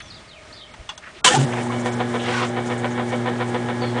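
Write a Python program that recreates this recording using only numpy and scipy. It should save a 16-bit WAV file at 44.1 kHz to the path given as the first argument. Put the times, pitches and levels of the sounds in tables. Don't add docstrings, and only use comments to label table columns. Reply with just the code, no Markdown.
import sys
import numpy as np
from scipy import signal
from scipy.fft import rfft, irfft, next_fast_len
from scipy.io import wavfile
from scipy.ndimage import uniform_filter1d, map_coordinates

SR = 44100
rng = np.random.default_rng(int(sys.argv[2]) if len(sys.argv) > 2 else 0)


def wav_out(sig):
    wavfile.write(sys.argv[1], SR, np.round(np.clip(np.atleast_2d(sig).T, -1, 1) * 32767).astype(np.int16))


def elevation(decibels):
    levels = np.asarray(decibels, float)
    return 10 ** (levels / 20)


N = 176400

# frequency in Hz, density in dB per Hz.
YARD_SPECTRUM = [(15, -33.5), (40, -11), (120, -12), (300, -16.5), (1000, -20), (2400, -22), (3000, -23.5),
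                 (5000, -28.5), (9900, -36), (12000, -78.5)]
# centre in Hz, width in octaves, level in dB.
DRONES = [(632, 0.073, -55.5), (1250, 0.039, -60.5), (1846, .04, -62), (2150, 0.048, -64.5)]
# start in seconds, length in seconds, first pitch in Hz, last pitch in Hz, level in dB.
BIRD_CALLS = [(0.017, 0.022, 6000, 5850, -51), (.01, 0.073, 3470, 3400, -49),
              (0.101, .035, 5000, 3490, -44.5), (0.141, 0.045, 4900, 3250, -46),
              (0.275, 0.12, 4890, 2200, -49), (0.527, 0.013, 4160, 4900, -44),
              (0.535, 0.049, 5200, 4420, -51), (0.552, .09, 3730, 3250, -47), (.57, .06, 4030, 3700, -46.5),
              (0.602, .06, 3900, 3000, -51), (.055, 0.051, 6000, 5380, -55),
              (0.608, 0.044, 3070, 2950, -52), (0.673, .04, 2250, 2150, -51),
              (3.807, 0.037, 4650, 4480, -43), (3.817, 0.075, 4390, 4270, -48),
              (3.834, 0.066, 3470, 3360, -42)]
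# start in seconds, length in seconds, centre in Hz, width in octaves, level in dB.
RUBS = [(0, .025, 2200, 1.1, -39), (1.01, .11, 1600, .5, -43), (2.22, .28, 1600, .9, -30),
        (2.18, .36, 5000, .8, -46), (2.31, .15, 5800, .6, -44), (2.33, .05, 5600, .05, -46),
        (2.31, .06, 1540, .05, -32), (2.355, .06, 1480, .05, -30), (2.4, .05, 1250, .08, -33),
        (2.32, .13, 1050, .15, -33), (2.18, .13, 3000, .25, -38), (2.21, .04, 6500, .5, -47),
        (1.62, .07, 7500, .35, -45), (1.79, .035, 7000, .25, -45), (1.85, .05, 6000, .5, -50),
        (1.918, .03, 6500, .2, -43), (2.46, .04, 7000, .2, -47), (2.655, .04, 6500, .5, -46),
        (2.77, .04, 7500, .3, -46), (2.9, .04, 6500, .15, -48), (3.47, .04, 7500, .3, -48),
        (1.5, .13, 2200, .35, -38), (0, .2, 110, .8, -52), (1.14, .07, 2200, .7, -48),
        (1.48, .25, 780, .3, -36)]
# start in seconds, level in dB, decay by 60 dB in seconds, centre in Hz.
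TAPS = [
    (0.739, -30, 0.059, 1510),
    (.89, -22, 0.11, 2380),
    (0.977, -27.5, 0.053, 4500),
    (1.185, -44.5, .05, 3700),
    (1.2465, 4, 0.0075, 4470),
    (1.534, -19, 0.056, 1100),
    (2.658, -27, 0.031, 1500),
]
# frequency in Hz, level in dB.
SWITCH_MODES = [(861, -0.5), (1150, -7), (1490, -4.5), (1850, -8.5), (2800, -5.5), (3430, 0), (4700, -15),
                (6200, -3.5), (7600, -10)]
# start in seconds, length in seconds, frequency in Hz, level in dB.
BUMPS = [
    (.79, .03, 65, -37),
    (1.155, .03, 360, -48),
    (.88, .03, 50, -46),
]
# time in seconds, level in dB.
JOLT = [
    (1.242, -40),
    (1.2453, -10),
    (1.289, -15),
    (1.295, -21.5),
    (1.35, -23),
    (1.385, -31),
    (1.44, -35),
    (1.47, -50.5),
    (1.6, -57),
]
# frequency in Hz, density in dB per Hz.
CLATTER_SPECTRUM = [(88, -62), (150, -20.5), (665, -25), (1400, -7), (2400, -14.5), (3050, -8.5),
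                    (4700, -18.5), (7500, -13), (9900, -22.5), (12800, -43)]
# start in seconds, length in seconds, frequency in Hz, level in dB.
RINGS = [
    (1.258, 0.028, 1010, -15),
    (1.276, 0.016, 2975, -14),
    (1.314, 0.027, 1790, -22.5),
    (1.338, 0.019, 780, -16),
    (1.352, 0.031, 860, -20),
    (1.35, 0.023, 1200, -32),
    (1.3, 0.045, 840, -27.5),
    (1.265, 0.062, 510, -25.5),
    (1.7, 0.011, 1100, -27),
    (1.7, .02, 2200, -41),
]
# frequency in Hz, width in Hz, level in dB.
FRAME_MODES = [(479.6, 56, -1.5), (593, 40, -4), (760, 68, -2.5), (1027, 31, -5.5), (1290, 32, -10),
               (1507, 24, -5), (1807, 39, -6), (2250, 49, -6.5), (2965, 190, -18), (3250, 100, -14.5),
               (3450, 200, -18)]
# frequency in Hz, density in dB per Hz.
WHIR_SPECTRUM = [(60, -49), (100, -3), (160, -5), (450, -5), (900, -10), (2100, -15.5), (2600, -24.5),
                 (3700, -23), (4600, -32.5), (9900, -36.5), (12000, -87.5)]
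# time in seconds, level in dB, decay by 60 dB in seconds.
SNAP = (1.2472, -22, .006)
# start in seconds, length in seconds, centre in Hz, width in octaves, level in dB.
GROAN = (1.27, .18, 260, 1.1, -27.5)
# start in seconds, length in seconds, frequency in Hz, level in dB.
SHUDDER = (1.355, .115, 136, -16)
SHUDDER_OVERTONES_DB = [-11, -18, -22]
# multiple of the hum rate, level in dB.
HUM_HARMONICS = [(1, -33.5), (2, -30.5), (3, -34.5), (4, -60.5), (5, -45)]
# frequency in Hz, level in dB.
GEAR_TONES = [(480, -51.5), (790, -46.5), (846, -43.5), (1669, -47.5)]
# hardest knock in seconds, level in dB, half length in seconds.
RATTLES = [(1.589, -28, 0.021), (1.7313, -24.5, 0.015), (1.872, -19.5, 0.014), (2.0113, -17, 0.0095),
           (2.1548, -19, .013), (2.299, -21, 0.02), (2.4361, -21, 0.014), (2.58, -20.5, 0.013),
           (2.7174, -20.5, 0.014), (2.8532, -18, 0.011), (2.998, -21, 0.014), (3.1377, -20.5, 0.012),
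           (3.2803, -19, 0.015), (3.4185, -19, 0.013), (3.558, -19.5, 0.011), (3.7, -20.5, 0.01),
           (3.8406, -20, 0.012), (3.9818, -20.5, .013)]
BITES_S = [1.569, 1.72, 1.8598, 2.0018, 2.139, 2.2768, 2.418, 2.567, 2.7008, 2.8438, 2.9778, 3.1178, 3.2598,
           3.4018, 3.5438, 3.6848, 3.8188, 3.9608]
# frequency in Hz, width in Hz, level in dB.
HOUSING_MODES = [(507, 130, 2), (756, 206, 1.5), (985, 118, -3), (1370, 190, -11), (1773, 43, -8),
                 (2250, 24, -6.5), (3300, 700, -18)]
# start in seconds, end in seconds, lower edge in Hz, upper edge in Hz.
DROPOUTS = [(.712, .736, 6000, 7200), (.72, .736, 4500, 5400), (.962, .975, 4200, 7800),
            (1.213, 1.24, 1400, 12000), (.005, .02, 4600, 9000), (1.897, 1.92, 6000, 7300),
            (1.945, 1.966, 6200, 7300), (1.452, 1.464, 5600, 7200), (1.38, 1.392, 7200, 9500)]

HUM_HZ = 120.02
START_S = 1.243
BEFORE_BITE_DB, BITE_DB = -7, 3.5
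FRAME_TOP_HZ = 3900


def unit(x):
    return x / np.sqrt(np.mean(x ** 2) + 1e-20)


def wobble(rate, size=N):
    steps = np.arange(0, size + 32, 32)
    knots = rng.standard_normal(int(N * rate / SR) + 4)
    return np.interp(np.arange(size), steps, map_coordinates(knots, [steps * rate / SR]))


def filtered(x, response):
    m = next_fast_len(len(x) + 8192)
    hz = np.fft.rfftfreq(m, 1 / SR) + 1
    return irfft(rfft(x, m) * response(hz), m)[:len(x)]


def coloured(x, points):
    f, db = np.transpose(points)
    return unit(filtered(x, lambda hz: elevation(np.interp(np.log(hz), np.log(f), db))))


def band(size, hz, octaves):
    noise = rng.standard_normal(size)
    return unit(filtered(noise, lambda f: np.exp(-(np.log2(f / hz) / octaves) ** 2 / 2)))


def ticks(rate, spread_db):
    chance, side = rng.random((2, N))
    return (chance < rate / SR) * np.sign(side - 0.5) * elevation(spread_db * rng.standard_normal(N))


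def resonance(f, centre, width):
    return 1j * f * width / (centre ** 2 - f ** 2 + 1j * f * width)


def frame(x):
    def response(f):
        modes = sum((-1) ** k * elevation(db) * resonance(f, hz, 0.96 * width)
                    for k, (hz, width, db) in enumerate(FRAME_MODES))
        direct = elevation(-29.5) * 1j * f / (400 + 1j * f) / (1 + 1j * f / 2500)
        return (modes + direct) / (1 + (f / FRAME_TOP_HZ) ** 8)
    return unit(filtered(x, response))


def add(out, s, x):
    part = out[max(round(s * SR), 0):][:len(x)]
    part += x[:len(part)]


def swell(length, sharp):
    t = np.arange(round(length * SR)) / SR
    return t, signal.windows.tukey(len(t), sharp)


def add_ring(out, s, length, hz, db):
    t, shape = swell(length, 0.61)
    level = elevation(db + 3 + 0.89 * wobble(77, len(t)))
    add(out, s, level * shape * np.sin(2 * np.pi * hz * t + 0.5 * wobble(80, len(t))))


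def add_rub(out, s, length, hz, octaves, db):
    t, shape = swell(length, 0.42)
    add(out, s, elevation(db + 2.4 * wobble(85.6, len(t))) * shape * band(len(t), hz, octaves))


def yard_air():
    level = elevation(-47 + wobble(9.1) + 0.82 * wobble(15))
    out = level * coloured(rng.standard_normal(N), YARD_SPECTRUM)
    for hz, octaves, db in DRONES:
        out += elevation(db + 1.8 * wobble(4.6)) * band(N, hz, octaves)
    return out


def birds():
    out = np.zeros(N)
    for s, length, from_hz, to_hz, db in BIRD_CALLS:
        t, shape = swell(length, 0.11)
        hz = to_hz + (from_hz - to_hz) * (1 - t / length) ** 1.5
        hz = hz * (1 + 0.028 * wobble(300, len(t)))
        level = elevation(db + 3 * wobble(120.3, len(t)))
        add(out, s, level * shape * np.sin(2 * np.pi * np.cumsum(hz) / SR))
    t = np.arange(SR // 3) / SR
    echo = rng.standard_normal(len(t)) * elevation(-60 * t / 0.3)
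    return out + elevation(-1) * signal.fftconvolve(out, echo / np.linalg.norm(echo))[:N]


def rubs():
    out = np.zeros(N)
    for row in RUBS:
        add_rub(out, *row)
    return out


def taps():
    out, t = np.zeros(N), np.arange(SR // 5) / SR
    for s, db, t60, centre_hz in TAPS:
        ring = np.zeros(len(t))
        for hz, mode_db in SWITCH_MODES:
            start_db = mode_db - 4.4 * abs(np.log2(hz / centre_hz)) + rng.normal(0, 2.3)
            decay_db = 60 * t / t60 * (hz / 1500) ** 0.33
            phase = 2 * np.pi * hz * t + 2.4 * wobble(140, len(t))
            ring += elevation(start_db - decay_db) * np.sin(phase)
        noise = elevation(-60 * t / t60) * band(len(t), centre_hz, 0.9)
        attack = 1 - np.exp(-t / 0.00087)
        add(out, s, elevation(db) * attack * (0.69 * ring + 0.3 * noise))
    return out


def bumps():
    out = np.zeros(N)
    for row in BUMPS:
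        add_ring(out, *row)
    return out


def start_up():
    s, level_db = np.transpose(JOLT)
    t = np.arange(N) / SR
    level = (t > s[0]) * elevation(np.interp(t, s, level_db, right=-120) + 0.94 * wobble(90))
    out = level * (coloured(ticks(7000, 3.2), CLATTER_SPECTRUM) + 0.29 * frame(ticks(5000, 2.5)))
    for row in RINGS:
        add_ring(out, *row)
    return out


def hum_beat():
    turn = 2 * np.pi * HUM_HZ * np.arange(N) / SR
    return 1 + 0.25 * np.cos(turn + np.pi) + 0.23 * np.cos(2 * turn + 0.89)


def whir():
    beat = hum_beat()
    air = elevation(-33.5 + 0.79 * wobble(20)) * coloured(beat * rng.standard_normal(N), WHIR_SPECTRUM)
    chatter = elevation(-37.5 + 1.7 * wobble(24.97)) * frame(beat * ticks(2200, 2.8))
    return (np.arange(N) / SR > START_S) * (air + chatter)


def blade():
    t = np.arange(N) / SR - START_S
    sway_db = 1.8 * (wobble(5.85) + 1.4 * wobble(30))
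    return (t > 0) * elevation(-46.5 - 2.3 * t + sway_db) * band(N, 6500, 0.7)


def treble_snap():
    s, db, t60 = SNAP
    t = np.arange(N) / SR
    burst = (t > s) * elevation(db - 60 * np.abs(t - s) / t60) * rng.standard_normal(N)
    return filtered(burst, lambda f: (f > 9000) * (f < 15800))


def groan():
    out = np.zeros(N)
    add_rub(out, *GROAN)
    return out


def rocking():
    out = np.zeros(N)
    s, length, hz, db = SHUDDER
    t, shape = swell(length, 0.47)
    turn = 2 * np.pi * hz * t + 0.27 * wobble(39.5, len(t))
    tone = sum(elevation(o) * np.cos((k + 1) * turn) for k, o in enumerate([0] + SHUDDER_OVERTONES_DB))
    add(out, s, -elevation(db + 1) * shape * tone)
    return out


def hum():
    t = np.arange(N) / SR
    out = np.zeros(N)
    for k, db in HUM_HARMONICS:
        level = elevation(db + 4 + 1.54 * wobble(12 * k))
        out += level * np.cos(2 * np.pi * k * HUM_HZ * t - 2.2 + 0.2 * wobble(9))
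    for hz, db in GEAR_TONES:
        out += elevation(db + 3 + 3.3 * wobble(15)) * np.cos(2 * np.pi * hz * t + 0.77 * wobble(12))
    return np.clip((t - 1.306) / 0.058, 0, 1) * out


def rattle():
    t = np.arange(N) / SR
    shake = np.zeros(N)
    for (s, db, half), bite in zip(RATTLES, BITES_S):
        late, louder = rng.standard_normal(2)
        level = elevation(db + 20 + 0.5 * louder + BEFORE_BITE_DB * (t < bite))
        width = half * np.where(t < s, 1.8, 1.2)
        shake += level * np.exp(-((t - s - 0.001 * late) / width) ** 2 / 2)
    return elevation(-18.5 - 19) * frame(shake * hum_beat() * ticks(2600, 2.5))


def knocks():
    mesh_hz = 248
    blows, tooth = np.zeros(N + SR), np.arange(-9, 10)
    lag = tooth / mesh_hz
    for (s, db, half), bite in zip(RATTLES, BITES_S):
        late, louder = rng.standard_normal((2, len(tooth)))
        since = (s + lag - bite) * mesh_hz
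        step_db = np.where(since < 0, BEFORE_BITE_DB, BITE_DB * (since < 1))
        shape = np.exp(-(lag / half / np.where(lag < 0, 1.8, 1)) ** 2 / 2)
        at = np.round((s + lag + 0.00015 * late) * SR).astype(int)
        blows[at] = -elevation(db + step_db + 2 * louder) * shape

    def housing(f):
        modes = sum(elevation(db) * resonance(f, hz, width) for hz, width, db in HOUSING_MODES)
        return modes / (1 + (f / FRAME_TOP_HZ) ** 8)
    return elevation(-12 + 40) * filtered(blows[:N], housing)


def scene():
    motor = hum() + whir() + rattle()
    jolt = start_up() + bumps() + rocking()
    air = blade()
    contact = taps() + rubs() + groan()
    yard = birds() + yard_air()
    return (motor + jolt + air + contact + yard + knocks())[None]


def low_pass(x):
    return signal.sosfilt(signal.butter(12, 10020, fs=SR, output="sos"), x)


def record(dry):
    t = np.arange(N) / SR
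    x = dry[0] / (1 + np.abs(dry[0] / 0.97) ** 6) ** (1 / 6)
    x = filtered(x, lambda f: 0.11 + 0.96 / (1 + (f / 10300) ** 40))
    x = x + treble_snap()
    for start, end, low_hz, high_hz in DROPOUTS:
        depth = 0.9 if high_hz < 10000 else 1
        gate = uniform_filter1d(1.0 * (t > start) * (t < end), size=90)
        x = x - depth * gate * filtered(x, lambda f: (f > low_hz) * (f < high_hz))
    return low_pass(x[None])


dry = scene()
out = record(dry)
wav_out(out)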